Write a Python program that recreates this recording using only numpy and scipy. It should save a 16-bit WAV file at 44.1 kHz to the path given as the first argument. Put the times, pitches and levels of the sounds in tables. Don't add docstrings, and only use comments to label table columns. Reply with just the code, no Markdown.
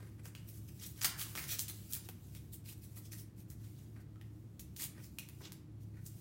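import sys
import numpy as np
from scipy import signal
from scipy.fft import rfft, irfft, next_fast_len
from scipy.io import wavfile
from scipy.ndimage import uniform_filter1d, map_coordinates

SR = 44100
rng = np.random.default_rng(int(sys.argv[2]) if len(sys.argv) > 2 else 0)


def store_wav(level_fs):
    pcm = np.round(np.clip(np.atleast_2d(level_fs), -1, 1) * 32767)
    wavfile.write(sys.argv[1], SR, pcm.T.astype(np.int16))


N = 273480


def from_db(db):
    return 10 ** (np.asarray(db) / 20)


def rms_one(x):
    return x / np.sqrt(np.mean(x ** 2) + 1e-20)


def at_hz(points, hz):
    knots, values = np.transpose(points)
    return np.interp(np.log(np.maximum(hz, 1)), np.log(knots), values)


def add(track, s, sound):
    i = int(np.clip(round(s * SR), 0, N - 1))
    track[i:i + len(sound)] += sound[:N - i]


def coloured(x, spectrum):
    size = 2 * next_fast_len(len(x) // 2 + 512)
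    gain = from_db(at_hz(spectrum, np.fft.rfftfreq(size, 1 / SR)))
    cepstrum = irfft(np.log(gain))
    cepstrum[1:size // 2] *= 2
    cepstrum[size // 2 + 1:] = 0
    response = np.exp(rfft(cepstrum))
    return irfft(rfft(x, size) * response)


def resonance(x, hz, width_hz):
    r = np.exp(-np.pi * width_hz / SR)
    zeros = np.array([1, 0, -1]) * (1 - r * r) / 2
    poles = [1, -2 * r * np.cos(2 * np.pi * hz / SR), r * r]
    return signal.lfilter(zeros, poles, x)


def drift(rate):
    knots = rng.standard_normal(4000)
    return rms_one(np.interp(np.arange(N) / SR * rate, np.arange(len(knots)), knots))


def decaying(hz, db, t60):
    t = np.arange(SR // 2) / SR
    return from_db(db) * np.sin(2 * np.pi * hz * t) * np.exp(-np.log(1000) * t / t60)


def struck(blows, modes):
    ring = sum(decaying(hz, db, t60) for hz, db, t60 in modes)
    out = np.zeros(N)
    for s, db in blows:
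        add(out, s, from_db(db) * ring)
    return out


def paper_colour(body_db, bite_db, air_db, low_db):
    return [(100, body_db + low_db - 10.5), (400, body_db + low_db), (600, body_db + low_db - 8.0),
            (800, body_db - 4.0), (1650, body_db - .5), (2300, (body_db + bite_db) / 2 + 1.5),
            (3000, bite_db), (6500, 0), (11000, air_db - 1.5), (14800, air_db + 0.5)]


def wrinkled(spectrum):
    ripple_db = 1.2
    hz = np.geomspace(100, 16000, num=36)
    bends = np.clip(rng.standard_normal(len(hz)), -2, 2)
    return np.column_stack([hz, at_hz(spectrum, hz) + ripple_db * bends])


def friction(size, grains_per_s, spread_db, hiss_share):
    strengths = from_db(spread_db * np.minimum(rng.exponential(1, size), 4))
    signs = rng.choice([-1, 1], size)
    slips = rms_one(strengths * signs * (rng.random(size) < grains_per_s / SR))
    return rms_one(slips + hiss_share * rng.standard_normal(size))


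def crinkles(per_s, spread_db, low_hz, high_hz, width_share):
    pitches = np.geomspace(low_hz, high_hz, num=12)
    clicks = friction(N, per_s, spread_db, hiss_share=0)
    dealt = rng.integers(0, len(pitches), N)
    return rms_one(sum(resonance(clicks * (dealt == k) + 1e-18, hz, width_share * hz)
                       for k, hz in enumerate(pitches)))


def strokes(rows, surface, rise_share, swell, low_db, catches_per_s, catch_db):
    out = np.zeros(N)
    rough = surface * rms_one(from_db(catch_db * drift(catches_per_s)))
    for crest, length, level_db, body_db, bite_db, air_db in rows:
        colour = wrinkled(paper_colour(body_db, bite_db, air_db, low_db))
        start = crest - rise_share * length
        end = start + length
        span = np.arange(max(int(start * SR), 0), min(int(end * SR), N))
        speed = np.interp(span / SR, [start, crest, end], [0, 1, 0]) ** swell
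        add(out, span[0] / SR, from_db(level_db) * coloured(speed * rough[span], colour))
    return out


def ventilation(waver_hz):
    # time in seconds, rms level of the fan tone in dB ahead of trim and swing.
    hum_levels = [(0.0, -58.5), (0.12, -52.5), (1.36, -55), (1.4, -75), (1.48, -55), (2.52, -55),
                  (2.54, -54), (3.25, -53), (3.33, -57.5), (3.49, -54), (3.54, -56), (3.63, -47.5),
                  (3.68, -52.5), (4.49, -54), (4.61, -63.5), (4.65, -58.5), (6.17, -51), (6.2, -63)]
    # frequency in Hz, filter gain in dB ahead of rumble_db.
    rumble_gains = [(28, -26.5), (45, -17), (68, 1), (92, -3), (125, -3.5), (138, 3.5), (155, -6),
                    (175, -3), (220, -9), (278, -15), (305, -5.5), (370, -17.5), (480, -26.5), (900, -37)]
    # frequency in Hz, filter gain in dB on white noise of rms 1.
    hiss_gains = [(100, -72.5), (700, -66.5), (1400, -69), (2500, -73.5), (6000, -78), (16000, -84.5)]
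    hum_hz, trim_db, swing_db, swings_per_s, rumble_db = 107, -0.95, 1.5, 6.3, -31
    phase = 2 * np.pi * np.cumsum(hum_hz + waver_hz * drift(5.4)) / SR
    hum_db = np.interp(np.arange(N) / SR, *np.transpose(hum_levels))
    hum_db = hum_db + trim_db + swing_db * drift(swings_per_s)
    hum = np.sqrt(2) * np.sin(phase) * from_db(hum_db)
    rumble = coloured(rng.standard_normal(N), rumble_gains + [(4000, -82)])[:N]
    hiss = coloured(rng.standard_normal(N), hiss_gains)[:N]
    return hum + from_db(rumble_db) * rumble + hiss


def handling(shifts_per_s, shift_db):
    # time in seconds, rustle level in dB ahead of the grip shifts and paper colour.
    rustle_levels = [(0, -72), (.2, -78.5), (.6, -67.5), (.93, -63), (1.1, -65), (1.29, -55), (1.66, -67),
                     (1.75, -60), (1.85, -64), (2.19, -71.5), (2.32, -64), (2.6, -81.5), (2.95, -67.5),
                     (3.42, -87), (3.72, -70), (4.1, -82), (4.65, -77.5), (5.3, -70.5), (5.42, -68),
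                     (5.68, -88.5), (6.2, -65.5)]
    crepe = friction(N, grains_per_s=2000, spread_db=1.0, hiss_share=0.81)
    level_db = np.interp(np.arange(N) / SR, *np.transpose(rustle_levels))
    level_db = level_db + shift_db * drift(shifts_per_s)
    colour = paper_colour(body_db=-8.5, bite_db=-3.5, air_db=2, low_db=10.5)
    return coloured(from_db(level_db) * crepe, colour)[:N]


def palm():
    # crest in seconds, length in seconds, level in dB ahead of colour and treble cut.
    slide_rows = [(0.01, 0.36, -65.5), (0.196, 0.032, -63), (3.969, 0.033, -67), (4.005, 0.07, -69),
                  (4.984, 0.086, -64), (5.414, 0.024, -60), (5.461, 0.11, -61.5), (5.978, 0.084, -68.5)]
    body_db, bite_db, air_db, cut_hz = 11.5, 0, 16, 5000
    board = friction(N, grains_per_s=4000, spread_db=2, hiss_share=.8)
    rows = [(*row, body_db, bite_db, air_db) for row in slide_rows]
    slides = strokes(rows, board, rise_share=0.58, swell=1, low_db=5.5, catches_per_s=170, catch_db=3.5)
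    return signal.sosfilt(signal.butter(2, cut_hz, fs=SR, output="sos"), slides)


def fingers():
    # crest in seconds, length in seconds, level in dB ahead of colour, then the
    # body, bite and air of that colour in dB.
    rub_rows = [(.265, 0.07, -53, -1, -8, 0), (.38, 0.072, -59.5, -2, -6, -4),
                (.493, 0.053, -59, -5, -7, 4), (.56, 0.17, -64, -8, -7, 5),
                (.69, 0.019, -49.5, -4.5, -4.5, -2), (.835, 0.096, -48, -10.5, -4, -7),
                (.875, 0.15, -57.5, -8, -7, 5), (.985, 0.074, -56.5, 2, 0, 1),
                (2.055, 0.07, -60.5, -10, 0, 3), (2.365, 0.075, -61.5, -5, 3, 4),
                (2.543, 0.052, -53.5, -10, -3.5, 6.5), (2.696, .11, -52, -4.5, 1.5, 2.5),
                (2.84, 0.053, -58.5, -6, -4, 4.5), (2.98, 0.072, -60, -1, -3, 7),
                (3.058, 0.076, -58, -16, -7, -3), (3.134, 0.051, -48, -13, -11, -1.5),
                (3.19, 0.12, -57, -9, -5.5, 3.5), (3.4, 0.083, -62.5, -7, -5, 2.5),
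                (3.518, 0.073, -62.5, -1, -7, 3.5), (3.65, 0.16, -66.5, 2, -0.5, 0.5),
                (3.815, 0.19, -67.5, 0, -1, -1), (4.015, .04, -69.5, -11, -4, 0),
                (4.775, 0.039, -56.5, -20, -10, 1), (4.828, 0.11, -42.5, -6, -1.5, 3),
                (5.045, 0.14, -59, -10, -5, -1.5), (5.452, 0.081, -53, -10, 7.5, -17),
                (5.825, 0.054, -67, -10, -7, 1), (6.07, 0.069, -56.5, -17, -13, 3)]
    crinkle_db = -8.5
    crepe = friction(N, grains_per_s=2400, spread_db=0.5, hiss_share=0.94)
    coarse = crinkles(per_s=330, spread_db=1.5, low_hz=1766, high_hz=10700, width_share=0.1)
    return strokes(rub_rows, crepe + from_db(crinkle_db) * coarse, rise_share=0.53, swell=0.93,
                   low_db=3.0, catches_per_s=180, catch_db=2.0)


def knocks():
    # time in seconds, level in dB.
    knock_rows = [(.257, -67), (2.0893, -57), (2.0965, -67), (3.131, -89), (5.475, -76)]
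    # board mode in Hz, level in dB relative to the knock, 60 dB decay in seconds.
    board_modes = [(482, 5.5, 0.069), (764, 5, 0.088), (870, -1, 0.044), (1520, -0.5, .03), (2630, 3, .028),
                   (3240, 7.5, 0.021), (4100, 2, 0.021)]
    return struck(knock_rows, board_modes)


def flicks():
    # time in seconds, level in dB.
    flick_rows = [(5.186, -40.5)]
    # strip mode in Hz, level in dB relative to the flick, 60 dB decay in seconds.
    strip_modes = [(2380, -21, .08), (2510, -10, .045), (2567, -5, .036), (2620, -21, .15),
                   (2800, -3, 0.026), (4060, -8, 0.02), (6100, -10, .011)]
    return struck(flick_rows, strip_modes)


def pops():
    # time in seconds, level in dB, pitch in Hz.
    pop_rows = [(.351, -44.5, 2900), (0.688, -57, 2820), (1.0165, -28, 4900), (1.0464, -33, 1730),
                (1.047, -36.5, 1210), (1.0495, -45, 980), (1.0503, -28, 5160), (1.058, -26, 6350),
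                (1.378, -32, 2130), (1.5335, -44, 3600), (1.699, -37, 4000), (2.358, -53, 2350),
                (2.97, -57, 1230), (2.974, -54, 2020), (3.06, -48, 6450), (3.119, -50, 2550),
                (3.134, -48, 1880), (3.96, -61, 2280), (3.965, -56, 2000), (4.159, -57.5, 1320),
                (4.213, -52, 1830), (4.8, -44, 3850), (5.315, -69, 2900), (5.52, -53, 1600)]
    cycles, overtone, overtone_db = 20.4, 2.25, -7.5
    out = np.zeros(N)
    for s, db, hz in pop_rows:
        upper_hz = overtone * hz
        out += struck([(s, db)], [(hz, 0, cycles / hz), (upper_hz, overtone_db, cycles / upper_hz)])
    return out


def snaps(low_db):
    # time in seconds, time constant in seconds of the noise that is then flattened in
    # spectrum, level in dB ahead of colour, then the body, bite and air of that colour in dB.
    snap_rows = [(0.256, 0.00085, -27.5, 6, -2, -5), (.351, 0.0026, -27.5, -0.5, 4.5, -6),
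                 (.488, .0015, -36.5, -19, -5, 9), (.679, .001, -41, -15, -11, -1),
                 (1.0161, 0.00082, -12, -3.5, -6, -13), (1.0343, .0009, -15, -13, -4, 5),
                 (1.0447, 0.0015, -8, -0.5, -2, -7), (1.0463, .0014, -9, 2.5, 3, 0.5),
                 (1.05, 0.00058, -10.5, -1, -1, -9), (1.1885, .0006, -33, 0, -2, 3),
                 (1.1958, 0.00067, -21, -6, 4, 2), (1.215, 0.00048, -21.5, -6, 9.5, 2),
                 (1.2257, 0.00059, -19.5, -9, -4, 2), (1.3531, 0.0008, -19.5, 8, 3, -2),
                 (1.3593, 0.00056, -23, 7, 2, 1), (1.375, 0.00074, -23.5, 6.5, 7, 1),
                 (1.393, .0007, -22.5, 7, 7, 3), (1.4403, .0005, -20, 2, -4, -15),
                 (1.5048, .0005, -21, -14, 4, -5), (1.5258, .0003, -17, -13, -6, -4),
                 (1.5326, .0005, -24, -7, -4, -1), (1.5878, 0.00025, -18, -11, -10, 2),
                 (1.593, 0.00095, -6.5, -14, -5.5, -2.5), (1.6814, 0.00045, -25, -12, 5, 2),
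                 (1.6836, 0.0011, -23.5, -7, -1, 6), (1.698, 0.00056, -26, -6, -2, -6),
                 (1.9252, .0003, -20, -31, 0, -2), (1.9346, 0.00022, -15.5, -23, -0.5, 6.5),
                 (1.936, 0.00018, -31, -13, -6, 10), (1.9516, 0.00032, -23, -9, 2, 6),
                 (1.967, 0.00044, -27, 3.5, -5, 4), (2.0882, 0.0023, -26.5, 1.5, 3, 5.5),
                 (2.35, 0.0017, -32, .5, 4, 4), (2.534, .0015, -36, -5, 0, 6),
                 (2.779, .0005, -50, -4, -5, 11), (3.119, 0.0018, -34.5, -3, 0, -5),
                 (3.129, 0.0011, -30, -6, 0, 1), (3.5013, .0003, -33, -12, -15, -4),
                 (3.5032, .0004, -30.5, -9, -10, 2), (4.158, 0.0017, -49, 16, 1, -5),
                 (4.2129, 0.0017, -38.5, 7, 9.5, -1), (4.595, .0007, -27, -8.5, 1, -2),
                 (4.5982, 0.00066, -28, -9, -5, 3.5), (4.764, 0.00046, -27, -7, 0, 2),
                 (4.7672, .0004, -25.5, -17, -5, -1), (4.808, .0008, -25, -8, 0, -1),
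                 (4.814, 0.0008, -26, -4, 3, 4), (5.1865, 0.00076, -17, -18, 0.5, 0),
                 (5.288, 0.0012, -30.5, 0, 0, 3), (5.4557, 0.00066, -33, 7, 8.5, -12),
                 (5.5211, 0.00013, -26, -2, -2, 1.5), (5.956, .001, -54.5, 6, 3, -2),
                 (6.063, 0.00059, -23, -15, -15, -6), (6.0662, 0.00054, -23.5, -20, -15, -2)]
    out = np.zeros(N)
    t = np.arange(0, .012, 1 / SR)
    for s, fade_s, level_db, body_db, bite_db, air_db in snap_rows:
        fade = np.exp(-t / fade_s)
        splinters = rfft(rng.standard_normal(len(t)) * fade)
        crack = irfft(splinters / np.abs(splinters), len(t)) * fade ** .3
        colour = wrinkled(paper_colour(body_db, bite_db, air_db, low_db))
        add(out, s, from_db(level_db) * coloured(crack / np.linalg.norm(crack), colour))
    return out


def roll(x):
    # resonance in Hz, width in Hz, level in dB.
    roll_modes = [(750, 95, 3), (1296, 130, 1), (1747, 76, 2.5), (4480, 500, -8), (6200, 370, -17)]
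    return x + sum(from_db(db) * resonance(x, hz, width_hz) for hz, width_hz, db in roll_modes)


def tearing():
    # crest in seconds, length in seconds, level in dB
    # ahead of colour and roll, then the body, bite and air of that colour in dB.
    rip_rows = [(1.019, 0.065, -38.5, -2, -7.5, 1), (1.0465, 0.016, -28, -2.5, -4, 2),
                (1.602, .038, -41.5, -17, -25, 4), (1.687, .041, -50.5, -1, -1, 9.5),
                (4.6, 0.036, -58, -17, -15, 6.5)]
    bundle_db = -5
    fibres = friction(N, grains_per_s=3600, spread_db=3.0, hiss_share=0.097)
    bundles = crinkles(per_s=390, spread_db=-5.0, low_hz=2040, high_hz=9700, width_share=0.25)
    paper = rms_one(fibres + from_db(bundle_db) * bundles)
    return roll(strokes(rip_rows, paper, rise_share=0.16, swell=0.99,
                        low_db=-7.0, catches_per_s=420, catch_db=2.5))


def peeling():
    # crest in seconds, length in seconds, level in dB ahead of colour and resonances,
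    # then the body, bite and air of that colour in dB.
    tug_rows = [(1.217, 0.075, -44, -4, -2.5, 5), (1.385, 0.049, -46, -3, -3, 3.5),
                (1.435, 0.085, -50, -6.5, 0, 2.5), (1.53, .11, -42, -9, -1.5, 2.5),
                (1.95, .1, -54, -3.5, -6, 9.5)]
    crinkle_db, taut_hz, taut_width_hz, taut_db = -5.5, 2400, 190, 1.5
    glue = friction(N, grains_per_s=3700, spread_db=0.5, hiss_share=0.42)
    coarse = crinkles(per_s=250, spread_db=3.0, low_hz=1440, high_hz=8950, width_share=0.23)
    pulls = strokes(tug_rows, glue + from_db(crinkle_db) * coarse, rise_share=0.7, swell=0.96,
                    low_db=5.5, catches_per_s=140, catch_db=2.0)
    return roll(pulls) + from_db(taut_db) * resonance(pulls, taut_hz, taut_width_hz)


def past_hand(x):
    echo_s, swing, moves_per_s, echo_db = .00042, .35, 22, -10
    now, gain = np.arange(N), from_db(echo_db)
    lag = echo_s * SR * np.exp(swing * drift(moves_per_s))
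    echo = map_coordinates(x, [now - lag], order=3)
    return (x + gain * echo) / np.hypot(1, gain)


def evened(tail):
    # frequency in Hz, tone of the echo in dB.
    room_tone = [(300, 0), (600, -0.5), (1100, 1.5), (2500, -0.5), (6000, 0), (15000, 1)]
    hz = np.fft.rfftfreq(len(tail), 1 / SR)[1:]
    power = uniform_filter1d(np.abs(rfft(tail)[1:]) ** 2, size=200)
    level_db = 10 * np.log10(power + 1e-9)
    return coloured(tail, np.column_stack([hz, at_hz(room_tone, hz) - level_db]))[:len(tail)]


def room(x, early_db, early_s):
    # frequency in Hz, time in seconds for the tail to fall by 60 dB.
    decay_times = [(300, 0.32), (1300, 0.6), (3500, 0.36), (8000, 0.27), (15000, 0.19)]
    table_s, table_db, wall_s, wall_db = .0032, -11.5, .0068, -2
    t = np.arange(SR // 2) / SR
    edges = np.geomspace(150, 19000, num=9)
    tail = np.zeros(len(t))
    for low, high in zip(edges, edges[1:]):
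        band_filter = signal.butter(2, [low, high], "band", fs=SR, output="sos")
        band = signal.sosfilt(band_filter, rng.standard_normal(len(t)))
        tail += band * np.exp(-np.log(1000) * t / at_hz(decay_times, np.sqrt(low * high)))
    tail *= 1 + from_db(early_db) * np.exp(-t / early_s)
    tail = evened(tail)
    out = np.zeros(N)
    add(out, table_s, from_db(table_db) * x)
    add(out, wall_s, from_db(wall_db) * signal.fftconvolve(x, tail / np.linalg.norm(tail)))
    return out


def scene():
    background = ventilation(waver_hz=1.61)
    hands = past_hand(handling(shifts_per_s=16, shift_db=1.5) + palm() + fingers())
    knocking, flick = knocks(), flicks()
    cracks = pops() + snaps(low_db=-3.5)
    tape = past_hand(tearing() + peeling())
    places = (from_db(1.5) * tape, from_db(-3.0) * hands + flick, from_db(1) * cracks)
    echoes = sum(room(x, early_db=7.5, early_s=0.0022) for x in places)
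    return (tape + hands + cracks + flick + knocking + echoes + background)[None]


def record(dry):
    return signal.sosfilt(signal.ellip(10, .1, 70, 16000, fs=SR, output="sos"), dry)


dry = scene()
out = record(dry)
store_wav(out)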